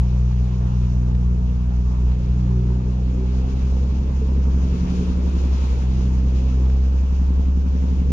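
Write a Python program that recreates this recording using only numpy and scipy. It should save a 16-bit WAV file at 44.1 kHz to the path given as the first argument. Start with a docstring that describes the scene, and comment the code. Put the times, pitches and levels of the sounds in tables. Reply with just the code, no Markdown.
"""A six-cylinder ferry diesel throbs and speeds up as the boat backs off a pier, heard from a phone on the
quay. Firing tones and weaker tones of unequal cylinders are sines locked to the crank; the generator hum and a
passing drone are wavering sines. Hull rumble, engine-room roar and water hiss are noise shaped in bands.
Bubbles and hollow rings are decaying sines that glide up; splashes are short bursts of filtered noise."""
import sys
import numpy as np
from scipy import signal
from scipy.fft import rfft, irfft, next_fast_len
from scipy.io import wavfile
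from scipy.ndimage import uniform_filter1d

SR = 44100
rng = np.random.default_rng(int(sys.argv[2]) if len(sys.argv) > 2 else 0)


def unload_audio(sound):
    """Save the sound as a 16-bit wav file, at the path given as the first command line argument."""
    columns = np.transpose(np.atleast_2d(sound))
    # keep every value between -1 and 1, then stretch to whole-number steps
    steps = np.round(np.clip(columns, -1, 1) * 32767)
    wavfile.write(sys.argv[1], SR, steps.astype(np.int16))


N = 358091
T = np.arange(N) / SR

# Engine speed. Each row: time in seconds, firing rate in Hz.
FIRING_RATE = [(0, 60.9), (.8, 61.15), (1.3, 60.8), (2.5, 61.2), (2.95, 61.2), (3.2, 62.2), (3.55, 65.0),
               (3.85, 65.2), (4.6, 66.4), (4.95, 67.3), (5.4, 67.1), (5.95, 63.9), (6.55, 63.9),
               (7.2, 66.6), (7.8, 67.8), (8.12, 67.9)]
# Firing tones. Each row: time in seconds, firing tone in dB, then swell in dB of its
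# 2nd and 3rd multiples together, its 4th, its 5th and its 6th.
FIRING_LEVELS = [(0, -17, 0.5, -10, -10.5, -14), (1, -19.5, 2, 3, -2.5, -4.5),
                 (1.5, -16.5, -2, -0.5, -18, -11.5), (2, -18, -4, 0, 1, -14.5),
                 (2.5, -18.5, 2.5, -3, 11, -8), (3.1, -19.5, -1.5, 4, -4, -7.5),
                 (3.5, -18.5, 0.5, 12, -10.5, 11.5), (4.1, -19.5, 3.5, -12.5, -11.5, -4),
                 (4.6, -17.5, 4, -2.5, -21, -3), (4.9, -23, 6.5, 12, -23, 19.5),
                 (5.2, -17.5, -7, 1, -16, 3), (5.6, -19.5, -2.5, -1, -19, 0.5),
                 (5.9, -19, 3.5, 4.5, 5.5, -19), (6.5, -17, 1, 11, -20, -11), (7.2, -16, -3, -3, -9.5, -13),
                 (7.7, -17.5, -8.5, 3.5, -11, -6), (8.12, -18, 6.5, 4, -8, 7)]
# Exhaust pipe resonances, one near each firing multiple from the 2nd up.
# Each row: centre in Hz, width in Hz, level in dB of the multiple at the centre.
PIPE_RESONANCES = [(118.85, 15.24, -23), (185.93, 14.5, -28.5), (241, 27, -40.5), (315.2, 16, -46),
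                   (366, 24, -45)]
# Firing rates in Hz at which the speed-dependent settings below are given.
RATE_POINTS_HZ = [62, 64.9, 66.3]
# Lean of the firing pulse in rad, and scatter of the firing tone in dB, at each rate point.
LEAN_RAD, SCATTER_DB = [0.65, 1.6, 0.1], [1.5, 0.3, 0.25]
# Power by which the lean grows from multiple to multiple, at each rate point.
LEAN_POWER = [1.6, .8, 1]
# Tones of unequal cylinders, as multiples of the four-stroke cycle rate.
UNEVEN_ORDERS = [3, 4, 5, 7, 9, 11, 13, 15, 16, 17, 19, 20, 21, 22, 23, 25, 27, 28, 29, 33, 38, 40, 43]
# One row for each of those multiples: base level in dB at each rate point.
UNEVEN_LEVELS_DB = [(-37, -36, -35), (-50, -46, -50), (-50, -47, -46), (-46, -42, -43), (-49, -48, -49),
                    (-47, -38.5, -42), (-55, -47, -50), (-41, -50, -41), (-48, -44, -31.5),
                    (-52, -45, -44.5), (-46, -49, -47), (-58, -55, -53), (-53, -41, -39), (-60, -46, -42),
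                    (-57, -53, -43), (-54, -58, -60), (-58, -49, -48), (-60, -56, -54), (-62, -58, -52),
                    (-58, -54, -52), (-56.5, -58, -53.5), (-55.5, -55, -57), (-56.5, -57, -59)]
# Swell of those tones. Each row: time in seconds, swell in dB.
BARK_SWELL = [(0, -0.5), (1.4, -0.5), (2.1, -0.5), (2.8, -2.5), (3.5, 0), (4.3, 0), (5, 3), (5.55, -1.5),
              (6.2, 3.5), (7.05, -4), (7.2, -1.5), (8.12, 1)]
# How far the barking tones stray out of step. Each row: time in seconds, spread in rad.
BARK_LOOSENESS = [(0, .9), (7.05, .9), (7.25, .15), (8.12, .15)]
# Generator hum. Each row: time in seconds, level in dB.
GENERATOR_LEVEL = [(0, -38), (1.3, -32), (2.1, -35), (3.3, -46), (4.6, -38), (5.2, -45), (6, -40), (7, -44),
                   (8.12, -43)]
# Hull rumble over time. Each row: time in seconds, level in dB.
RUMBLE_LEVEL = [(0, -46), (1.7, -46.5), (2.6, -42.5), (4.3, -40), (5.2, -38), (5.8, -40.5), (6.5, -41),
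                (7.2, -44.5), (8.12, -41)]
# Churned water. Each row: time in seconds, hiss level in dB.
CHURN_LEVEL = [(0, -54), (.75, -54), (1.3, -57), (2.3, -54.5), (2.8, -55.5), (3.2, -54.5), (3.65, -50.5),
               (3.9, -53.5), (4.5, -53), (5.0, -47), (5.2, -50), (5.6, -47), (5.9, -50), (7.5, -55),
               (7.85, -53), (8.12, -53.5)]
# Noise spectra. Each row: frequency in Hz, relative density in dB per Hz.
RUMBLE_SHAPE = [(18, -18), (30, -3), (60, 6), (100, -7.5), (150, -8), (220, -9), (300, -10.5), (400, -10.5),
                (500, -12.5), (620, -20), (850, -34)]
ROAR_SHAPE = [(450, -3), (620, -3), (900, 0), (1150, -5.5), (1500, -13.5), (1900, -20), (2400, -51)]
HISS_SHAPE = [(1300, 2.5), (1900, -6), (2600, 0), (3200, -3.5), (3900, -4.5), (5300, -7), (6700, -9.5),
              (9000, -7.5), (11000, -5.5), (13000, -25.5)]
# Two microphone ports. Each row: frequency in Hz, likeness from 0 to 1, left minus right in dB, left lead in rad.
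PORTS = [(60, 0.75, 0, 0.065), (230, 1, 0, 0.18), (348, 0.97, -1, 0.5), (444, 0.72, -1.5, 0.8),
         (874, 0.3, 0, 2.4), (1440, 0.45, -.5, 3.9), (2640, 0.3, 1.5, 6.9), (4530, 0.3, 3, 10),
         (7060, 0, 17, 12.), (8800, 0.25, -5, 12.5)]
# Sharp splashes. Each row: start in seconds, level in dB before filtering, left minus right in dB.
SPLASHES = [(.669, -41, 2), (1.15, -39, 17), (2.1167, -36, 7), (2.5202, -43, 8), (3.7943, -44, -7),
            (5.4886, -44, 9), (6.70, -34, -1)]
# A tone that swells for a while: start in seconds, end in seconds, pitch in Hz, level in dB.
DRONE = (2.5, 3, 375.5, -42.5)
# Hollow rings that sound briefly. Each row: start in seconds, peak in dB, starting pitch in Hz, decay in
# seconds, left minus right in dB.
HOLLOW_RINGS = [(2.915, -38.5, 372.5, 0.043, 4), (3.01, -44, 373, 0.014, 6), (3.059, -35, 258, 0.072, 5),
                (3.085, -45, 364, 0.031, -2), (3.165, -35, 373, 0.067, 3), (4.216, -28, 432, 0.013, -4),
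                (5.003, -35, 415, 0.019, 3)]

CYLINDERS, CRANK_START_RAD = 6, -1.1
BARK_LAG_RAD, BARK_FROM_ORDER = 1.12, 10  # crank angle the bark trails by, lowest multiple in it
GENERATOR_HZ = 77.2
ROAR_DB, ROAR_DB_PER_CHURN_DB = -52, 0.24
SHELF_HZ, SHELF_DB, TOP_HZ = 7074, -20.5, 13500


def undb(db):
    """Gain of a level in dB."""
    return 10 ** (np.asarray(db) / 20)


def curves(table):
    """Columns of a table, after its time column, as values per sample."""
    s, *columns = np.transpose(table)
    return [np.interp(T, s, column) for column in columns]


def walk(rate):
    """Smooth random drift with about rate turns a second and spread near 1."""
    knots = rng.standard_normal(int(N / SR * 100) + 50)
    width = max(int(100 / rate), 1)
    slow = uniform_filter1d(uniform_filter1d(knots, width), width)
    return np.interp(T * 100, np.arange(len(slow)), slow / slow.std())


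def pair(x, pan_db):
    """Sound on both channels, left minus right by pan_db."""
    return x * undb(np.array([[.5], [-.5]]) * pan_db)


def noise(shape, ref_hz, swell_db, flicker_db, flicker_rate):
    """Half-octave bands at both ports; they swell together and flicker alone; rms 1 above ref_hz before that."""
    size = next_fast_len(N)
    hz = np.maximum(np.arange(size // 2 + 1) * SR / size, 1)

    def on_hz(table, column):
        rows = np.array(table)
        return np.interp(np.log(hz), np.log(rows[:, 0]), rows[:, column])

    near, far = (rfft(rng.standard_normal(size)) * undb(on_hz(shape, 1)) for _ in range(2))
    alike = np.clip(on_hz(PORTS, 1), 0, 1)
    right = alike * near * np.exp(-1j * on_hz(PORTS, 3)) + np.sqrt(1 - alike ** 2) * far
    both = pair(np.array([near, right]), on_hz(PORTS, 2))
    power = np.sum(abs(both.mean(0)[hz > ref_hz]) ** 2) * 2
    both = both / np.sqrt(power) * size
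    out, swell, half_octave = 0, walk(32.0), 2 * np.log2(hz)
    for k in range(int(2 * np.log2(shape[0][0])), int(2 * np.log2(shape[-1][0])) + 2):
        band = np.cos(np.pi / 2 * np.clip(half_octave - k, -1, 1)) ** 2
        gain = undb(swell_db * swell + flicker_db * walk(flicker_rate))
        out = out + irfft(both * band, size)[:, :N] * gain
    return out


def crank():
    """Angle in rad of the four-stroke cycle, in which every cylinder fires once."""
    return 2 * np.pi * np.cumsum(curves(FIRING_RATE)[0]) / SR / CYLINDERS + CRANK_START_RAD


def firing_tones(firing_hz, cycle):
    """Multiples of the firing rate keep near step to form a pulse; combustion scatter wavers size and phase."""
    tone_db, *swell_db = curves(FIRING_LEVELS)
    levels_db = [tone_db]
    for k, (mid_hz, width_hz, db) in enumerate(PIPE_RESONANCES):
        # a multiple fades as speed carries it off its pipe resonance
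        detune = 2 * ((k + 2) * firing_hz - mid_hz) / width_hz
        levels_db.append(db + swell_db[max(k - 1, 0)] - 20 * np.log10(1 + detune ** 2))
    lean = np.interp(firing_hz, RATE_POINTS_HZ, LEAN_RAD) + .2 * walk(1.5)
    power = np.interp(firing_hz, RATE_POINTS_HZ, LEAN_POWER)
    scatter_db = np.interp(firing_hz, RATE_POINTS_HZ, SCATTER_DB) * walk(22.0)
    out = 0
    for k, db in enumerate(levels_db):
        waver_db = (.9 + .2 * k) * walk(4.0) + max(k - 2, 0) * .6 * walk(12.0)
        if k == 0:
            waver_db = waver_db + scatter_db
        phase = (k + 1) * CYLINDERS * cycle - lean * k ** power + (.15 + .06 * k) * walk(2.8)
        out = out + undb(db + waver_db) * np.cos(phase)
    return out


def uneven_tones(firing_hz, cycle):
    """One cylinder barks harder, so tones between throb once a cycle, sharply where they keep step."""
    bark_db, loose_rad = curves(BARK_SWELL)[0], curves(BARK_LOOSENESS)[0]
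    out = 0
    for order, levels_db in zip(UNEVEN_ORDERS, UNEVEN_LEVELS_DB):
        db = bark_db + np.interp(firing_hz, RATE_POINTS_HZ, levels_db) + 1.4 * walk(3.5)
        in_bark = order >= BARK_FROM_ORDER
        stray = (loose_rad if in_bark else .3) * walk(.8)
        out = out + undb(db) * np.cos(order * (cycle - BARK_LAG_RAD * in_bark) + stray)
    return out


def diesel():
    """Crank-locked tones; the left port hears them later and the bearing wavers as the boat turns."""
    firing_hz = curves(FIRING_RATE)[0]
    cycle = crank() + 0.036 * walk(1.8)
    tones = np.sqrt(2) * (firing_tones(firing_hz, cycle) + uneven_tones(firing_hz, cycle))
    lag_samples = np.clip(13 + 4 * walk(1.2), 0, None)
    tilt = undb(.15 * walk(1.3))
    left = np.interp(np.arange(N) - lag_samples, np.arange(N), tones)
    return np.array([tilt * left, tones / tilt])


def generator():
    """A hum independent of the main engine: one sine wavering in pitch and level."""
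    phase = 2 * np.pi * np.cumsum(GENERATOR_HZ + 0.68 * walk(0.61)) / SR
    level_db = curves(GENERATOR_LEVEL)[0] + 2.7 * walk(0.63)
    return pair(np.sqrt(2) * undb(level_db) * np.sin(phase), 0)


def wash():
    """Hull rumble, engine-room roar and hiss of churned water; the roar swells as the propeller bites."""
    churn_db = curves(CHURN_LEVEL)[0]
    roar_db = ROAR_DB + ROAR_DB_PER_CHURN_DB * (churn_db - churn_db.mean())
    rumble = undb(curves(RUMBLE_LEVEL)[0]) * noise(RUMBLE_SHAPE, 280, 0.2, 1.8, 14.0)
    roar = undb(roar_db) * noise(ROAR_SHAPE, 650, 0.5, 1.8, 18.0)
    hiss = undb(churn_db) * noise(HISS_SHAPE, 2400, 0.8, 1.1, 22.0)
    # rumble and roar puff with every firing and throb once a cycle
    puff = 1 + np.clip(.14 + .15 * walk(15.0), 0, 1) * np.cos(CYLINDERS * crank())
    throb = 1 + .07 * np.cos(crank() - BARK_LAG_RAD)
    return puff * throb * (rumble + roar) + hiss


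def bubbles(count, level_db):
    """Bubbles burst at random in the wake, louder with churn; each decays over some twenty cycles, gliding up."""
    out, t = np.zeros((2, N + SR)), np.arange(SR // 8) / SR
    churn_db = curves(CHURN_LEVEL)[0]
    for when, pitch, size, side in rng.random((count, 4)):
        i, hz = int(when * N), 650.0 * 11.0 ** pitch
        envelope = np.exp(-t * hz / 22.0) * (1 - np.exp(-t / 0.0029))
        ring = envelope * np.sin(2 * np.pi * hz * t * (1 + 1.3 * t))
        db = churn_db[i] + level_db - 2.2 * np.log(size + .02)
        out[:, i:i + len(t)] += pair(undb(db) * ring, 16 * side - 6)
    return out[:, :N]


def splashes():
    """Short bursts of spray: band-passed noise that dies in milliseconds, separate at each port."""
    out, t = np.zeros((2, N + SR)), np.arange(SR // 5) / SR
    spray = signal.butter(2, [900, 3400], "bandpass", fs=SR, output="sos")
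    for s, db, pan_db in SPLASHES:
        grit = rng.standard_normal((2, len(t)))
        burst = signal.sosfilt(spray, grit) * np.exp(-t / 0.0044)
        i = int(s * SR)
        out[:, i:i + len(t)] += pair(undb(db), pan_db) * burst
    return out[:, :N]


def drone():
    """A tone swells in and fades, wavering in level and phase."""
    start_s, end_s, hz, db = DRONE
    swell = np.clip(np.minimum(T - start_s, end_s - T) / 0.054 + .5, 0, 1)
    tone = np.sin(2 * np.pi * hz * T + 0.3 * walk(2.8))
    return pair(np.sqrt(2) * swell * undb(db + 3.2 * walk(8.2)) * tone, 0)


def hollow_rings():
    """Each ring is a decaying sine that glides up."""
    out, t = np.zeros((2, N + SR)), np.arange(SR // 5) / SR
    for s, db, hz, decay_s, pan_db in HOLLOW_RINGS:
        envelope = (1 - np.exp(-4 * t / decay_s)) * np.exp(-t / decay_s)
        ring = envelope * np.sin(2 * np.pi * hz * t * (1 + 0.16 * t))
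        i = int(s * SR)
        out[:, i:i + len(t)] += pair(2 * undb(db) * ring, pan_db)  # 2: the envelope peaks near one half
    return out[:, :N]


def scene():
    """All sources at the two ports."""
    engines = diesel() + generator()
    water = wash() + bubbles(count=900, level_db=-8.0) + splashes()
    return engines + water + drone() + hollow_rings()


def record(dry):
    """The phone drops its treble by a step and cuts the top."""
    low = signal.sosfiltfilt(signal.butter(10, SHELF_HZ, fs=SR, output="sos"), dry)
    stepped = low + undb(SHELF_DB) * (dry - low)
    return signal.sosfilt(signal.ellip(8, .2, 70, TOP_HZ, fs=SR, output="sos"), stepped)


dry = scene()
out = record(dry)
unload_audio(out)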